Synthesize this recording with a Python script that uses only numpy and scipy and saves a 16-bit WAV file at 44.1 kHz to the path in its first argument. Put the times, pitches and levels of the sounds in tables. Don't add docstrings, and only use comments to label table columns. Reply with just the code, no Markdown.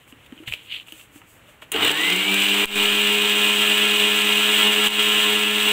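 import sys
import numpy as np
from scipy import signal
from scipy.io import wavfile
from scipy.ndimage import uniform_filter1d

SR = 44100
rng = np.random.default_rng(int(sys.argv[2]) if len(sys.argv) > 2 else 0)


def wav_record(signal):
    frames = np.transpose(np.atleast_2d(signal))
    bounded = np.clip(frames, -1, 1)
    quanta = np.round(bounded * 32767).astype(np.int16)
    wavfile.write(sys.argv[1], SR, quanta)


def voltage_ratio(decibels):
    exponent = np.asarray(decibels, float) / 20
    return 10 ** exponent


N = 252252
t = np.arange(N) / SR

# frequency_hz, level_db
ROOM_SPECTRUM = [(15, -39), (25, -7), (113, 3.5), (235, -5), (292, 1.5), (393, -7.5), (450, -3.5),
                 (693, -8), (1100, -7.5), (2040, -7), (2900, -6.5), (4980, -30), (8090, -19.5),
                 (9520, -26.5), (15900, -24.5)]
# peak_s, rise_s, fall_s, hiss_db, scrape_db
RUBS = [(.03, .09, .05, -64, -60), (.1, .04, .04, -55, -58), (.265, .13, .02, -66, -56),
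        (.42, .17, .04, -62, -55), (.482, .022, .04, -44, -34), (.53, .025, .035, -47, -38),
        (.575, .045, .09, -59, -47), (.66, .06, .05, -57, -53), (.742, .056, .068, -50, -30),
        (.81, .05, .05, -61, -51), (1.0, .16, .085, -50, -50), (.885, .03, .04, -58, -53),
        (1.17, .07, .055, -52, -58), (1.3, .055, .14, -55, -65), (1.496, .045, .06, -58, -57),
        (1.623, .01, .035, -52, -45)]
# frequency_hz, level_db
HISS_SPECTRUM = [(2650, -52), (4500, -10), (5650, -12), (5950, -7), (7960, 3), (9580, -6), (10800, -4),
                 (14200, -3), (15900, -4.5)]
# frequency_hz, level_db
SCRAPE_SPECTRUM = [(300, -62), (900, -36), (1500, -29), (2100, -12.5), (2600, -4), (2950, -1), (3400, -7.5),
                   (4200, -18), (5000, -36), (7000, -59)]
# start_s, level_db, pitch_hz, treble_db, body_db
CLICKS = [(0.0772, -46, 2210, -55, -58), (0.1246, -36, 2860, -61, -55), (0.2623, -45, 3560, -52, -56),
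          (0.3233, -42, 3070, -56, -49), (0.389, -38, 2870, -57, -52), (0.4356, -44, 2890, -52, -50),
          (0.4786, -24, 2150, -44, -43), (0.4834, -25, 2910, -40, -42), (0.5164, -29, 2980, -44, -48),
          (0.5236, -12, 2500, -41, -48), (0.5304, -30, 2580, -46, -45), (0.5373, -6.5, 2740, -31, -32),
          (0.8114, -36, 2890, -51, -58), (0.8724, -41, 2770, -48, -55), (0.8837, -31, 2820, -48, -51),
          (0.9226, -25, 2930, -35, -50), (0.9966, -39, 2800, -51, -52), (1.16, -51, 2780, -52, -51),
          (1.2166, -42, 2760, -62, -47), (1.6208, -42, 2990, -56, -41)]
# frequency_hz, level_db
LID_SPECTRUM = [(60, -40), (250, -4), (600, -5), (1500, -1), (2200, -2), (3500, -36)]
# start_s, level_db, pitch_hz, t60_s
THUDS = [(0.069, -51, 301, 0.06), (0.125, -35, 270, 0.054), (0.323, -25, 270, 0.05),
         (0.364, -42, 318, 0.06), (0.401, -31.5, 308, 0.06), (0.424, -37, 340, 0.07),
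         (0.476, -28, 121, 0.087), (0.509, -32, 86.1, 0.06), (0.923, -37.5, 317, 0.066),
         (1.156, -37, 291, 0.094), (1.485, -46, 597, 0.068), (1.62, -41, 627, 0.06)]
# frequency_hz, level_db
SWITCH_SPECTRUM = [(900, -22), (2000, -11), (3000, -15), (5500, -30), (6800, -6), (8000, 0), (12000, -10),
                   (15000, -5)]
# start_s, level_db, pitch_hz, t60_s
LURCHES = [
    (1.738, -18.5, 385, .12),
    (1.742, -21, 453, 0.11),
    (1.84, -38, 88, .2),
]
# level_db, level_one_throb_below_db, level_one_throb_above_db
SHAFT_TONES = [(-33.5, -70, -48), (-31, -53, -76), (-44, -70, -62), (-44.5, -46.5, -45), (-39, -45, -51),
               (-43, -51, -40), (-45, -42, -56), (-37, -47, -44.5), (-47, -38.5, -39), (-43, -43, -40.5),
               (-49, -39, -44), (-29.5, -36, -30.5), (-34.5, -38, -29), (-34, -34.5, -35.5),
               (-47, -53, -30), (-35.5, -38, -38), (-44, -45, -47.5), (-42, -38, -72)]
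HUM_LEVELS = [-24.5, -5, 3.5, -7, -13.5, -15.5, -13]
# frequency_hz, gain_db
BASE_RESONANCE = [(95, -15), (150, -12), (168, -22), (183, -1), (191, -8), (195.5, 3), (200, -5), (204, 0)]
# frequency_hz, gain_db
SECOND_MULTIPLE_GAIN = [(200, -28), (300, -16), (362, -2), (383, -9), (391, -2), (401, -14), (406, -3),
                        (414, -.5)]
# frequency_hz, gain_db
HOUSING_RESONANCE = [(1600, -16), (1850, -1), (2080, 6), (2250, -5), (2360, 3), (2430, -1.5), (2503, .6),
                     (2520, -5)]
# time_s, roar_db
LOAD = [(1.742, -23), (1.778, -25), (1.848, -15), (1.935, -23.5), (2.05, -20), (2.268, -22), (2.324, -19.5),
        (2.8, -19), (3.23, -20.5), (3.37, -19), (4.38, -19.5), (4.6, -17.5), (4.79, -20), (4.87, -17.5),
        (5.09, -20), (5.2, -18.5), (5.51, -22), (5.72, -18.5)]
# frequency_hz, level_db
ROAR_SPECTRUM = [(260, -36), (450, -27), (620, -24.5), (1000, -20.5), (1400, -17), (1900, -18), (2300, -10),
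                 (2600, -8.5), (2850, -0.5), (3200, -6.5), (3750, -10.5), (4300, -23), (5400, -43.5),
                 (7200, -49)]
# frequency_hz, level_db
FIZZ_SPECTRUM = [(2820, -36), (4800, -10.5), (5350, -12.5), (6210, -6.5), (6720, -6.5), (8040, 3),
                 (8700, -5.5), (9330, -6.5), (10800, -15), (12700, -11), (14200, -4.5), (14900, 0),
                 (15700, -11)]
# frequency_hz, level_db
RATTLE_SPECTRUM = [(30, -31), (150, -28), (240, -13), (350, -4.5), (450, -3.5), (560, -16), (1300, -15.5),
                   (2100, -12.5), (2600, -47)]
# start_s, level_db, low_ring_db
CRACKS = [(1.8498, -15, -1), (1.8774, -17, -2), (1.9147, -14.5, -4), (2.0118, -19, -2), (2.1021, -14, 11.5),
          (2.161, -14, 5), (2.3425, -13, 0), (2.4015, -16, -2), (2.422, -15, -1), (2.7536, -20, 6),
          (3.1256, -17, 0), (4.2538, -21, 3), (4.373, -18, 6), (4.5835, -21, 4), (4.7322, -17, -2),
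          (4.8604, -15, 6), (4.9043, -19, 3), (5.6291, -19, 1)]
# start_s, thump_db, tick_db, deepest_duck_db
KNOCKS = [
    (2.6572, -38, -19, -22),
    (4.8845, -50, -21, -12),
]

THROB_HZ = 99.77
SWITCH_S = 1.7183
FULL_SPEED_HZ = 208.8
USUAL_ROAR_DB = -19
SLOT_MULTIPLE = 12
MOTOR_STEP = 4


def evened(x):
    return x / np.sqrt(np.mean(x ** 2) + 1e-20)


def coloured(x, spectrum):
    f, db = np.transpose(spectrum)
    hz = abs(np.fft.fftfreq(4096, 1 / SR))
    gain_db = np.interp(np.log(hz + 1), np.log(f + 1), db)
    log_gain = np.log(voltage_ratio(np.maximum(gain_db, -90)))
    taps = np.fft.ifft(np.exp(np.conj(signal.hilbert(log_gain)))).real
    return evened(signal.oaconvolve(x, taps[:2048])[:N])


def drift(hz):
    return evened(signal.lfilter(*signal.butter(2, hz, fs=SR), rng.standard_normal(N)))


def grains(per_s, spread_db):
    size_db = spread_db * np.minimum(rng.exponential(1, N), 4)
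    size = voltage_ratio(size_db) * rng.choice([-1., 1.], N)
    return evened(size * (rng.random(N) < per_s / SR))


def add(mix, s, sound):
    part = mix[round(s * SR):][:len(sound)]
    part += sound[:len(part)]


def ring(hz, db, t60, rise=0.00035):
    u = t[:SR // 4]
    return voltage_ratio(db - 60 * u / t60) * (1 - np.exp(-u / rise)) * np.sin(2 * np.pi * hz * u)


def fading(events):
    out = np.zeros(N)
    for s, db, t60 in events:
        add(out, s, voltage_ratio(db - 60 * t[:SR // 2] / t60))
    return out


def puffs(events, spectrum):
    return fading(events) * coloured(rng.standard_normal(N), spectrum)


def echoed(x, wet_db, t60):
    n = SR // 5
    taps = rng.standard_normal(n) * (rng.random(n) < .3) * voltage_ratio(-60 * t[:n] / t60)
    taps *= voltage_ratio(wet_db) / np.linalg.norm(taps)
    taps[0] = 1
    return signal.oaconvolve(x, taps / np.linalg.norm(taps))[:N]


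def kitchen():
    return voltage_ratio(-53.5 + drift(6)) * coloured(rng.standard_normal(N), ROOM_SPECTRUM)


def strokes(column):
    edge_db = -22
    out = np.zeros(N)
    for row in RUBS:
        peak_s, rise_s, fall_s = row[:3]
        u = t[:2 * SR] - peak_s
        add(out, 0, voltage_ratio(row[column] + edge_db * np.maximum(-u / rise_s, u / fall_s) ** 2))
    return out


def rubs():
    hiss = strokes(column=3) * coloured(rng.standard_normal(N), HISS_SPECTRUM)
    rough = rng.standard_normal(N) + 0.46 * grains(1200, spread_db=4)
    scrape = strokes(column=4) * voltage_ratio(2.6 * drift(120)) * coloured(rough, SCRAPE_SPECTRUM)
    return hiss + scrape


def lid_hits():
    clicks = [(*row, .0028 - .00024 * row[1]) for row in CLICKS]
    hits = puffs([(s, treble_db + 0.5, 2 * t60) for s, _, _, treble_db, _, t60 in clicks], HISS_SPECTRUM)
    hits += puffs([(s, body_db + 3.5, 3.6 * t60) for s, _, _, _, body_db, t60 in clicks], LID_SPECTRUM)
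    for s, db, hz, _, _, t60 in clicks:
        add(hits, s, ring(hz, db + 6, t60, rise=0.0004))
    for s, db, hz, t60 in THUDS:
        add(hits, s, ring(hz, db + 1, t60, rise=0.0026))
        add(hits, s, ring(1.7 * hz, db - 10, .6 * t60, rise=.0025))
    return hits


def switch():
    t60 = .034
    treble = puffs([(SWITCH_S, -16.5, t60)], SWITCH_SPECTRUM)
    return treble + puffs([(SWITCH_S, -23, 2 * t60)], ROAR_SPECTRUM)


def hands():
    return rubs() + echoed(lid_hits() + switch(), wet_db=-9, t60=.16)


def shaft():
    since = np.maximum(t - SWITCH_S, 0)
    lag = 160 * np.exp(-since / .2) + 14 * np.exp(-since / .65)
    eased = 1.1 * np.clip((t - 4.42) / .06, 0, 1)
    return FULL_SPEED_HZ - lag + eased, lag / FULL_SPEED_HZ


def shaft_tones(speed, slip, dig_db, waver):
    throb = 2 * np.pi * THROB_HZ * t[::MOTOR_STEP]
    turns = 2 * np.pi * np.cumsum(speed)[::MOTOR_STEP] / SR
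    wobble = .025 * drift(29)[::MOTOR_STEP]
    speed, slip = speed[::MOTOR_STEP], slip[::MOTOR_STEP]
    low_db = [np.interp(speed, *np.transpose(BASE_RESONANCE)),
              np.interp(2 * speed, *np.transpose(SECOND_MULTIPLE_GAIN))]
    high_db = -23 * np.sqrt(slip) + 1.03 * dig_db
    out = np.zeros(len(throb))
    for k, levels in enumerate(SHAFT_TONES, 1):
        depth = .8 if k == SLOT_MULTIPLE else min(.3 + k / 5, 1)
        for level_db, side in zip(levels, (0, -1, 1)):
            swell_db = low_db[k - 1] if k <= 2 else high_db
            if k == SLOT_MULTIPLE:
                whine_hz = k * speed + side * THROB_HZ
                swell_db = np.interp(whine_hz, *np.transpose(HOUSING_RESONANCE)) - 60 * slip * (side > 0)
            phase = k * (turns + wobble) + side * throb + 2 * np.pi * rng.random()
            out += voltage_ratio(level_db + 3 + swell_db + depth * waver[rng.integers(6)]) * np.cos(phase)
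    return out


def mains_hum(slip, dig_db, waver):
    throb = 2 * np.pi * THROB_HZ * t[::MOTOR_STEP]
    slip = slip[::MOTOR_STEP]
    hum_db = -44.5 + 8 * np.minimum(slip / .03, 1) ** 2 + .75 * dig_db
    buzz_db = -43 + .6 * 20 * np.log10(np.minimum(slip / .45, 1))
    buzz_db += .9 * np.minimum(dig_db + 1.5, 0)
    out = np.zeros(len(throb))
    for k in range(1, 26):
        if k <= len(HUM_LEVELS):
            level_db = HUM_LEVELS[k - 1] + hum_db + 0.16 * waver[rng.integers(6)]
        else:
            level_db = buzz_db + 2 * waver[rng.integers(6)]
        out += voltage_ratio(level_db) * np.cos(k * throb + 2 * np.pi * rng.random())
    return out


def motor(speed, slip, roar_db):
    dig_db = roar_db[::MOTOR_STEP] - USUAL_ROAR_DB
    waver = [2.46 * drift(9.3)[::MOTOR_STEP] for _ in range(6)]
    tones = shaft_tones(speed, slip, dig_db, waver) + mains_hum(slip, dig_db, waver)
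    return signal.resample_poly(tones, MOTOR_STEP, 1)[:N]


def grain_strikes(speed, slip, roar_db):
    turn = np.cos(2 * np.pi * np.cumsum(speed) / SR)
    throb = np.cos(2 * np.pi * THROB_HZ * t)
    whole = np.clip(.22 + .7 * slip, 0, .6)
    strikes = whole * grains(1500, spread_db=1) + (1 - whole) * rng.standard_normal(N)
    strikes /= np.sqrt(whole ** 2 + (1 - whole) ** 2)
    surge_db = 1.13 * drift(37) + 0.65 * drift(110)
    roar = coloured(strikes * (1 + 0.23 * turn) * (1 + 0.18 * throb), ROAR_SPECTRUM)
    fizz = coloured(strikes * (1 + 0.16 * turn) * (1 + 0.089 * throb), FIZZ_SPECTRUM)
    fizz_db = roar_db - 10.3 - 6.5 * np.sqrt(slip)
    return voltage_ratio(roar_db - 2.5 + surge_db) * roar + voltage_ratio(fizz_db + 0.67 * surge_db) * fizz


def rattle(slip, roar_db):
    level_db = -41 + 21 * np.sqrt(slip) + .9 * (roar_db - USUAL_ROAR_DB)
    return voltage_ratio(level_db + 1.6 * drift(16)) * coloured(rng.standard_normal(N), RATTLE_SPECTRUM)


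def cracks():
    out = puffs([(s, db - 6.5, .018) for s, db, _ in CRACKS], FIZZ_SPECTRUM)
    return out + puffs([(s, db + low_db - 12.5, .016) for s, db, low_db in CRACKS], ROAR_SPECTRUM)


def housing_lurch():
    out = np.zeros(N)
    for s, db, hz, t60 in LURCHES:
        add(out, s, ring(hz, db, t60, rise=.008))
    return out


def jar(speed, slip, roar_db):
    sound = grain_strikes(speed, slip, roar_db) + rattle(slip, roar_db)
    return echoed(sound + cracks() + housing_lurch(), wet_db=-12, t60=.07)


def scene():
    speed, slip = shaft()
    roar_db = np.interp(t, *np.transpose(LOAD))
    running = np.clip((t - SWITCH_S) / .037, 0, 1)
    grinder = running * (motor(speed, slip, roar_db) + jar(speed, slip, roar_db))
    return (kitchen() + hands() + grinder)[None]


def top_cut(x):
    return signal.sosfilt(signal.butter(12, 16470, fs=SR, output="sos"), x)


def record(dry):
    duck_db = np.zeros(N)
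    for s, _, _, deepest_db in KNOCKS:
        times = s + np.array([-.01, -.008, 0, .002, .03, .098, .1])
        duck_db += deepest_db * np.interp(t, times, [0, .41, .41, 1, .6, .33, 0])
    push = uniform_filter1d(fading([(s - .003, db + 2.5, .15) for s, db, *_ in KNOCKS]), 200)
    push -= uniform_filter1d(fading([(s + .078, db - 1, 1.2) for s, db, *_ in KNOCKS]), 3000)
    ticks = puffs([(s - .001, db, .006) for s, _, db, _ in KNOCKS], HISS_SPECTRUM)
    ducked = dry * voltage_ratio(duck_db) - push + ticks
    ceiling = .8
    rounded = ceiling * np.tanh(ducked / ceiling)
    low_pass = signal.firwin(1601, 15745, window=("kaiser", 9), fs=SR)
    mix = signal.oaconvolve(rounded, low_pass[None], "same")
    return top_cut(mix)


dry = scene()
out = record(dry)
wav_record(out)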